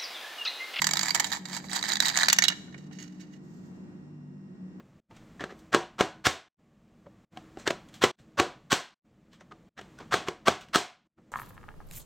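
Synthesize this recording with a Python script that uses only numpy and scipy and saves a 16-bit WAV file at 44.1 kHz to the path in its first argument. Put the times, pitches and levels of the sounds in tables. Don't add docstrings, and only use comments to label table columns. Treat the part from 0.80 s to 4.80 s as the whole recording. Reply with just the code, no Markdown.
import sys
import numpy as np
from scipy import signal
from scipy.fft import rfft, irfft, next_fast_len
from scipy.io import wavfile
from scipy.ndimage import map_coordinates

SR = 44100
rng = np.random.default_rng(int(sys.argv[2]) if len(sys.argv) > 2 else 0)


def log_audio(samples):
    frames = np.atleast_2d(samples).T
    limited = np.clip(frames, -1, 1)
    pcm = np.round(limited * 32767).astype(np.int16)
    wavfile.write(sys.argv[1], SR, pcm)


def to_linear_factor(level_db):
    exponent = np.asarray(level_db, float) / 20
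    return 10 ** exponent


N = 176400

# (f/Hz, level/dB, t60/s)
TOWER = [(686, -17.5, 0.04), (838.7, -12.5, 0.047), (960, -3, 0.014), (1303, -11, 0.02),
         (1758, -2.5, 0.015), (1930, -1.5, 0.013), (2245, -12, 0.035), (3151, -17.5, 0.028),
         (3940, -2.5, 0.013), (4670, -6, 0.018), (5600, -13, 0.009), (6376, -15, 0.045), (6920, -6, 0.012),
         (7316, -4.5, 0.041)]
# (f/Hz, level/dB, t60/s)
RIM = (8000, -10, .012)
LOWER_TOWER = TOWER[:-1] + [RIM]
# (f/Hz, level/dB, t60/s)
CHUTE = [(700, -13, 0.011), (1000, -21.5, 0.011), (1450, -10, 0.024), (1820, -0.5, 0.02), (1955, -1, .02),
         (2250, -2, 0.016), (2880, 0, 0.022), (3900, -1, 0.012), (4550, -3, .013), (5500, -2.5, 0.0087),
         (6050, 0.5, 0.0076), (6620, -2.5, 0.017), (7400, -13, 0.019)]
TOWER_PAN_DB = -5.5


def unit(x):
    return x / np.sqrt(np.mean(x ** 2) + 1e-20)


def along(points, hz):
    f, v = np.transpose(points)
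    return np.interp(np.log(hz + 1), np.log(f + 1), v)


def level(rows, s):
    t, db = np.transpose(rows)
    return np.interp(s, t, db, left=-120, right=-120)


def wobble(rate):
    knots = rng.standard_normal(int(N * rate / SR) + 4)
    return map_coordinates(knots, [np.arange(N) * rate / SR])


def filtered(x, response):
    m = next_fast_len(N + 8192)
    return irfft(rfft(x, m) * response(np.fft.rfftfreq(m, 1 / SR)), m)[..., :N]


def sides(pan_db):
    return to_linear_factor(np.multiply.outer([.5, -.5], pan_db))


def rush(spectrum, alike):
    def mid_side(hz):
        turn = np.arccos(np.clip(along(alike, hz), -1, 1)) / 2
        return to_linear_factor(along(spectrum, hz)) * [np.cos(turn), np.sin(turn)]

    mid, side = filtered(rng.standard_normal((2, N)), mid_side)
    return unit(np.array([mid + side, mid - side]))


def struck(hits, pan_db, modes, contact_s, colour_db, ring_db, crack_db, twist,
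           grind=0., hollow=0.18, tilt_db=0., spot_db=0., blow=0.82):
    # (f/Hz, level/dB per Hz)
    snap_spectrum = [(600, -21), (1800, -18), (2600, -10.5), (4300, -11), (7600, -5), (9200, -22.5),
                     (11700, -17.5), (16500, -20)]
    s, db = np.transpose(hits)[:2]
    mode_hz, modes_db = np.transpose(modes)[:2]
    at = np.round(s * SR).astype(int)
    t = np.arange(SR // 20) / SR
    scrape = np.exp(-(t / contact_s) ** 0.93) * (1 - np.exp(-t / (0.15 * contact_s)))
    push = np.hanning(7)

    tilt = np.outer(tilt_db + 0 * s, np.log2(mode_hz / 3000))
    mix = to_linear_factor(colour_db * rng.standard_normal((len(s), len(modes))) + tilt)
    if spot_db:
        octaves = np.log2(np.outer(1 / np.transpose(hits)[-1], mode_hz))
        mix = mix * to_linear_factor(spot_db * np.exp(-(octaves / .08) ** 2))
    mix = mix / np.sqrt((mix ** 2) @ to_linear_factor(2 * modes_db))[:, None]

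    def force(share, noise=1, push_gain=0):
        train = np.array([np.bincount(at, g * to_linear_factor(db) * share, N) for g in sides(pan_db + 0 * s)])
        rough = signal.oaconvolve(train, scrape[None], axes=1)[:, :N] * noise
        return rough + push_gain * signal.oaconvolve(train, push[None], axes=1)[:, :N]

    snap = to_linear_factor(0.53 * (db - db.max()) + 2 * tilt_db + 2 * rng.standard_normal(len(s)))
    crack = to_linear_factor(crack_db) * (force(snap) + grind) * rush(snap_spectrum, [(1000, .9), (8000, 0.1)])
    out = 0
    noise = rng.standard_normal((len(modes), N))
    for k, (hz, mode_db, t60) in enumerate(modes):
        pole = np.exp((2j * np.pi * hz - np.log(1000) / max(t60, .002)) / SR)
        drive = force(mix[:, k], noise[k], blow) + hollow * grind * noise[k]
        ring = signal.lfilter([1], [1, -pole], drive, axis=1)
        lean = np.exp(1j * twist * rng.standard_normal() * np.array([[.5], [-.5]]))
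        out = out + to_linear_factor(mode_db + ring_db) * (lean * ring).imag / np.sqrt(contact_s * SR)
    return crack + signal.sosfilt(signal.butter(4, 8600, fs=SR, output="sos"), out)


def ball():
    # (t/s, peak level/dB, best-rung mode f/Hz)
    bounces = [(0.0181, -10, 6110), (0.0427, -10, 7130), (0.0686, -10, 6850), (0.0895, -16.5, 6780),
               (0.11, -14, 7190), (0.1344, -13.5, 7360), (0.1556, -20, 3930), (0.1698, -13, 3900),
               (0.1921, -15, 3820), (0.2104, -17, 6700), (0.2259, -25.5, 6970), (0.2308, -14, 7130),
               (0.2475, -24, 4540), (0.2567, -17, 6600), (0.2665, -21.5, 1730), (0.2826, -15.5, 1860),
               (0.2921, -20.5, 996), (0.3056, -16, 2205), (0.3467, -12.5, 5700), (0.3541, -13.5, 3130),
               (0.3605, -19.5, 3230), (0.3747, -23, 1990), (0.3976, -10.5, 7100), (0.4024, -16.5, 7300),
               (0.4218, -29, 3070), (0.4291, -33.5, 2410), (0.4431, -15, 3180), (0.4674, -26.5, 6900),
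               (0.5016, -28.5, 6680), (0.5173, -17.5, 3900), (0.5248, -18, 3940), (0.5318, -21, 1770),
               (0.5395, -22.5, 6120), (0.5476, -24.5, 4160), (0.5553, -25, 6240), (0.5624, -29, 4150),
               (0.5695, -26.5, 960), (0.6539, -24, 4390), (0.6987, -32.5, 1690), (0.72, -32, 4850),
               (0.73, -25.5, 4620), (0.7475, -24, 4880), (0.7654, -21.5, 1713), (0.772, -26.5, 1640),
               (0.8003, -36, 1063), (0.8413, -32, 983)]
    # (t/s, peak level/dB, best-rung
    # mode f/Hz)
    knocks = [(0.8846, -38, 1060), (0.8951, -31.5, 1770), (0.9145, -24, 3730), (0.9232, -25, 3830),
              (0.9311, -19, 4540), (0.939, -23.5, 2930), (0.947, -24, 7080), (0.9531, -20.5, 3960),
              (0.9601, -18.5, 3920), (0.9671, -22, 1680), (0.9771, -21, 1790), (0.9908, -24, 4800),
              (1.0265, -17.5, 3960), (1.0386, -16.5, 3010), (1.0472, -22.5, 7130), (1.0549, -21.5, 3380),
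              (1.065, -24, 3920), (1.0812, -28.5, 1770), (1.0883, -23.5, 4800), (1.0959, -18, 3960),
              (1.1007, -17, 3730), (1.1103, -20, 2370), (1.1193, -13.5, 3980), (1.129, -17, 3960),
              (1.1334, -13.5, 6890), (1.1555, -15.5, 4070), (1.1686, -18, 1740), (1.1938, -34.5, 7130),
              (1.2027, -7.5, 3960), (1.2241, -15, 1770), (1.2327, -20, 4870), (1.2421, -26, 4290),
              (1.2474, -20, 4540), (1.255, -13.5, 4050), (1.2612, -14.5, 3980), (1.2673, -15, 4520),
              (1.2731, -19.5, 7560), (1.2827, -10.5, 4030), (1.2902, -12.5, 3940), (1.2991, -16, 2260),
              (1.3129, -27, 1740), (1.3233, -27.5, 3940), (1.3407, -22.5, 4870), (1.348, -19.5, 3880),
              (1.3563, -17, 3640), (1.3657, -14, 7300), (1.3732, -9, 6800), (1.3871, -11.5, 3980),
              (1.3976, -16.5, 4010), (1.4089, -15.5, 4820), (1.4146, -18.5, 4390), (1.4319, -8.5, 4520),
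              (1.4376, -15, 1460), (1.4467, -18, 4720), (1.458, -20.5, 4720), (1.4672, -21.5, 3640),
              (1.073, -28.5, 3900),
        (1.4046, -18, 4000),
        (1.4214, -16.5, 2000),
        (1.523, -21, 6900),
    ]
    # (t/s, peak level/dB, left-right/dB, brightness/dB per octave, best-rung mode f/Hz)
    clacks = [(1.484, -2, 0.5, 1.1, 1820), (1.4994, -7, -4.5, 0.5, 4550), (1.5283, -2.5, 4, 2.6, 1940),
              (1.5635, -18.5, -0.5, 2, 6050), (1.5860, -2.5, -1.5, -0.7, 6050),
              (1.622, -8, -8.5, -0.3, 6700), (1.6387, -5, -4, 1, 3900), (1.6504, -13, -7, -0.6, 3900),
              (1.6823, -7.5, -8, 3, 3900), (1.701, -17.5, -6, -3, 1450), (1.7146, -26.5, -1, -3.5, 1450),
              (1.7219, -21.5, -1.5, -3.7, 1600)]
    clack_pan_db, clack_tilt_db = np.transpose(clacks)[2:4]
    upper = struck(bounces, TOWER_PAN_DB, TOWER, contact_s=0.0027, colour_db=3, ring_db=3.0,
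                   crack_db=-5, twist=1.2, spot_db=9.5)
    lower = struck(knocks, TOWER_PAN_DB, LOWER_TOWER, contact_s=0.0018, colour_db=3.0,
                   ring_db=3.0, crack_db=-8.5, twist=1.8, spot_db=11)
    chute = struck(clacks, clack_pan_db, CHUTE, contact_s=0.0034, colour_db=2.5, ring_db=1.3,
                   crack_db=-10.5, twist=1.6, tilt_db=clack_tilt_db, spot_db=9.5, blow=1.8)
    return upper + lower + chute + rolling()


def rolling():
    # (t/s, level/dB)
    roll = [(0, -44), (.27, -36), (.33, -41), (.53, -36), (.63, -56), (.66, -43), (.765, -31), (.81, -53),
            (.88, -47.5), (.96, -27), (1.018, -42), (1.08, -29), (1.19, -42), (1.26, -30), (1.33, -41),
            (1.415, -26), (1.48, -41)]
    ticks_per_s, jitter, spread_db = 120, 0.28, 5.5
    draw = rng.standard_normal((SR // 150, 2))
    s = np.abs(np.arange(len(draw)) + jitter * draw[:, 0]) / ticks_per_s
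    ticks = np.transpose([s, level(roll, s) - 7 + spread_db * draw[:, 1]])
    grind = to_linear_factor(level(roll, np.arange(N) / SR) - 12 + 4.4 * wobble(90))
    grind = grind * sides(TOWER_PAN_DB)[:, None]
    return struck(ticks, TOWER_PAN_DB, LOWER_TOWER, contact_s=0.0016, colour_db=3.0, ring_db=10.5,
                  crack_db=-1, twist=0.69, grind=grind)


def fingers():
    # (t/s, peak level/dB, brightness/dB per octave, best-rung mode f/Hz)
    taps = [
        (1.8782, -48.5, -12, 1450),
        (1.9255, -46, 0, 1820),
        (1.9431, -34, -12.5, 2250),
        (1.978, -42.5, 3.5, 7400),
        (2.111, -38, -11.5, 700),
        (2.1864, -38, -4, 6650),
        (2.2252, -40, 4, 6650),
        (2.277, -53, 7, 1450),
    ]
    # (t/s, length/s, level/dB)
    scrapes = [
        (1.97, 0.14, -60),
        (2.118, 0.079, -51),
        (2.183, 0.11, -48.5),
        (2.25, 0.38, -64),
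        (2.395, 0.05, -52),
        (2.51, 0.072, -59),
    ]
    # (t/s, length/s, level/dB)
    rubs = [
        (2.6, 0.52, -72),
    ]
    # (f/Hz, level/dB per Hz)
    skin = [(1760, -44), (3000, -6), (7310, 2.5), (10100, -21), (15100, -10), (16500, -34)]
    t = np.arange(N) / SR

    def strokes(rows):
        total = 0
        for s, long_s, db in rows:
            progress = np.clip((t - s) / long_s, 0, 1)
            total = total + to_linear_factor(db) * np.sin(np.pi * progress ** .6) ** 1.2
        return total

    grind = strokes(scrapes) * to_linear_factor(3.24 * wobble(110)) * sides(-6.5)[:, None]
    touches = struck(taps, -6.0, CHUTE, contact_s=0.0049, colour_db=1.0, ring_db=5.5, crack_db=-21.5,
                     twist=1.4, grind=grind * to_linear_factor(7.5), hollow=0.12,
                     tilt_db=np.transpose(taps)[2], spot_db=10)
    rub = strokes(rubs) * to_linear_factor(1.45 * wobble(37.48)) * rush(skin, [(2000, .5), (8000, 0.19)])
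    return touches + rub


def table():
    # (t/s, level/dB)
    shake = [(0, -55.5), (1.5, -57.5), (1.75, -71)]
    # (f/Hz, level/dB per Hz)
    rumble = [(30, -16), (80, -5), (450, -7), (800, -8.5), (1300, -38.5)]
    swell = to_linear_factor(level(shake, np.arange(N) / SR) + 2.4 * wobble(8.4))
    return swell * rush(rumble, [(60, 0.76), (800, 0.81)])


def room(x):
    # (f/Hz, t60/s)
    early = [(500, 0.1), (4000, 0.11), (14000, 0.012)]
    late_db, late_t60_s, late_top_hz = -10.5, 0.64, 8000
    hz, t, z = signal.stft(rng.standard_normal((2, SR)), SR, nperseg=256)
    hz = hz[:, None]
    fade = to_linear_factor(-60 * t / along(early, hz))
    fade = fade + to_linear_factor(late_db - 60 * t / late_t60_s) / (1 + (hz / late_top_hz) ** 2)
    tail = signal.istft(z * fade, SR, nperseg=256)[1]
    return signal.fftconvolve(x.mean(0)[None], tail / np.linalg.norm(tail[0]), axes=1)[:, :N]


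def fan():
    # (f/Hz, level/dB per Hz)
    air = [(20, -31), (95, -18), (200, -2.5), (520, -22.5), (1900, -33), (3300, -43.5), (8000, -47),
           (9200, -63.5)]
    # (f/Hz, correlation)
    air_alike = [(60, 0.5), (380, 0.65), (2380, -0.52), (15000, 0.01)]
    # (f/Hz, rms level/dB, left-right/dB)
    hum = [(101.2, -68, 1.5), (149.4, -57, -0.5), (190.8, -53, 1), (247.5, -57, 0.5), (299.1, -57, -2.5),
           (1894, -79.5, 4), (2760, -85, 1)]
    # (f/Hz, width/Hz, rms level/dB, left-right/dB)
    breath = [(182.5, 8.6, -51, 0.5), (354.4, 16, -62.5, -5.5), (5420, 300, -86.5, -5.5)]
    t = np.arange(N) / SR
    out = to_linear_factor(-52.5 + 2.1 * wobble(2.917)) * rush(air, air_alike)
    for hz, db, pan_db in hum:
        sway_db = 3.5 if hz < 500 else 1.2
        strength = to_linear_factor(db + 2.5 + sway_db * wobble(3.7))
        phase = 2 * np.pi * hz * t + 1.9 * wobble(7) + 9 * rng.random()
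        out += np.outer(sides(pan_db), strength * np.sin(phase))
    for hz, width_hz, db, pan_db in breath:
        hiss = rng.standard_normal(N)
        band = unit(filtered(hiss, lambda f: 1 / (1 + (2 * (f - hz) / width_hz) ** 2)))
        out += np.outer(sides(pan_db), to_linear_factor(db) * band)
    return out


def scene():
    # (f/Hz, left-right/dB)
    shading = [(500, 15), (1200, 2.5), (5000, -7.5), (9000, 0), (15000, 9)]
    small = signal.butter(5, 704, "high", fs=SR, output="sos")
    near = signal.sosfilt(small, ball() + fingers())
    near = .8 * signal.lfilter(*signal.iirnotch(2615, 18, SR), near) + .2 * near
    ports = filtered(near, lambda hz: sides(along(shading, hz)))
    return ports + to_linear_factor(-11.5) * room(near) + fan() + table()


def top_cut(x):
    return signal.sosfilt(signal.butter(12, 16620, fs=SR, output="sos"), x)


def record(dry):
    dry = filtered(dry, lambda hz: 1 / (1 + (hz / 15850) ** 70))
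    mix = dry / (1 + np.abs(dry) ** 8) ** (1 / 8)
    return top_cut(mix)


dry = scene()
out = record(dry)
log_audio(out)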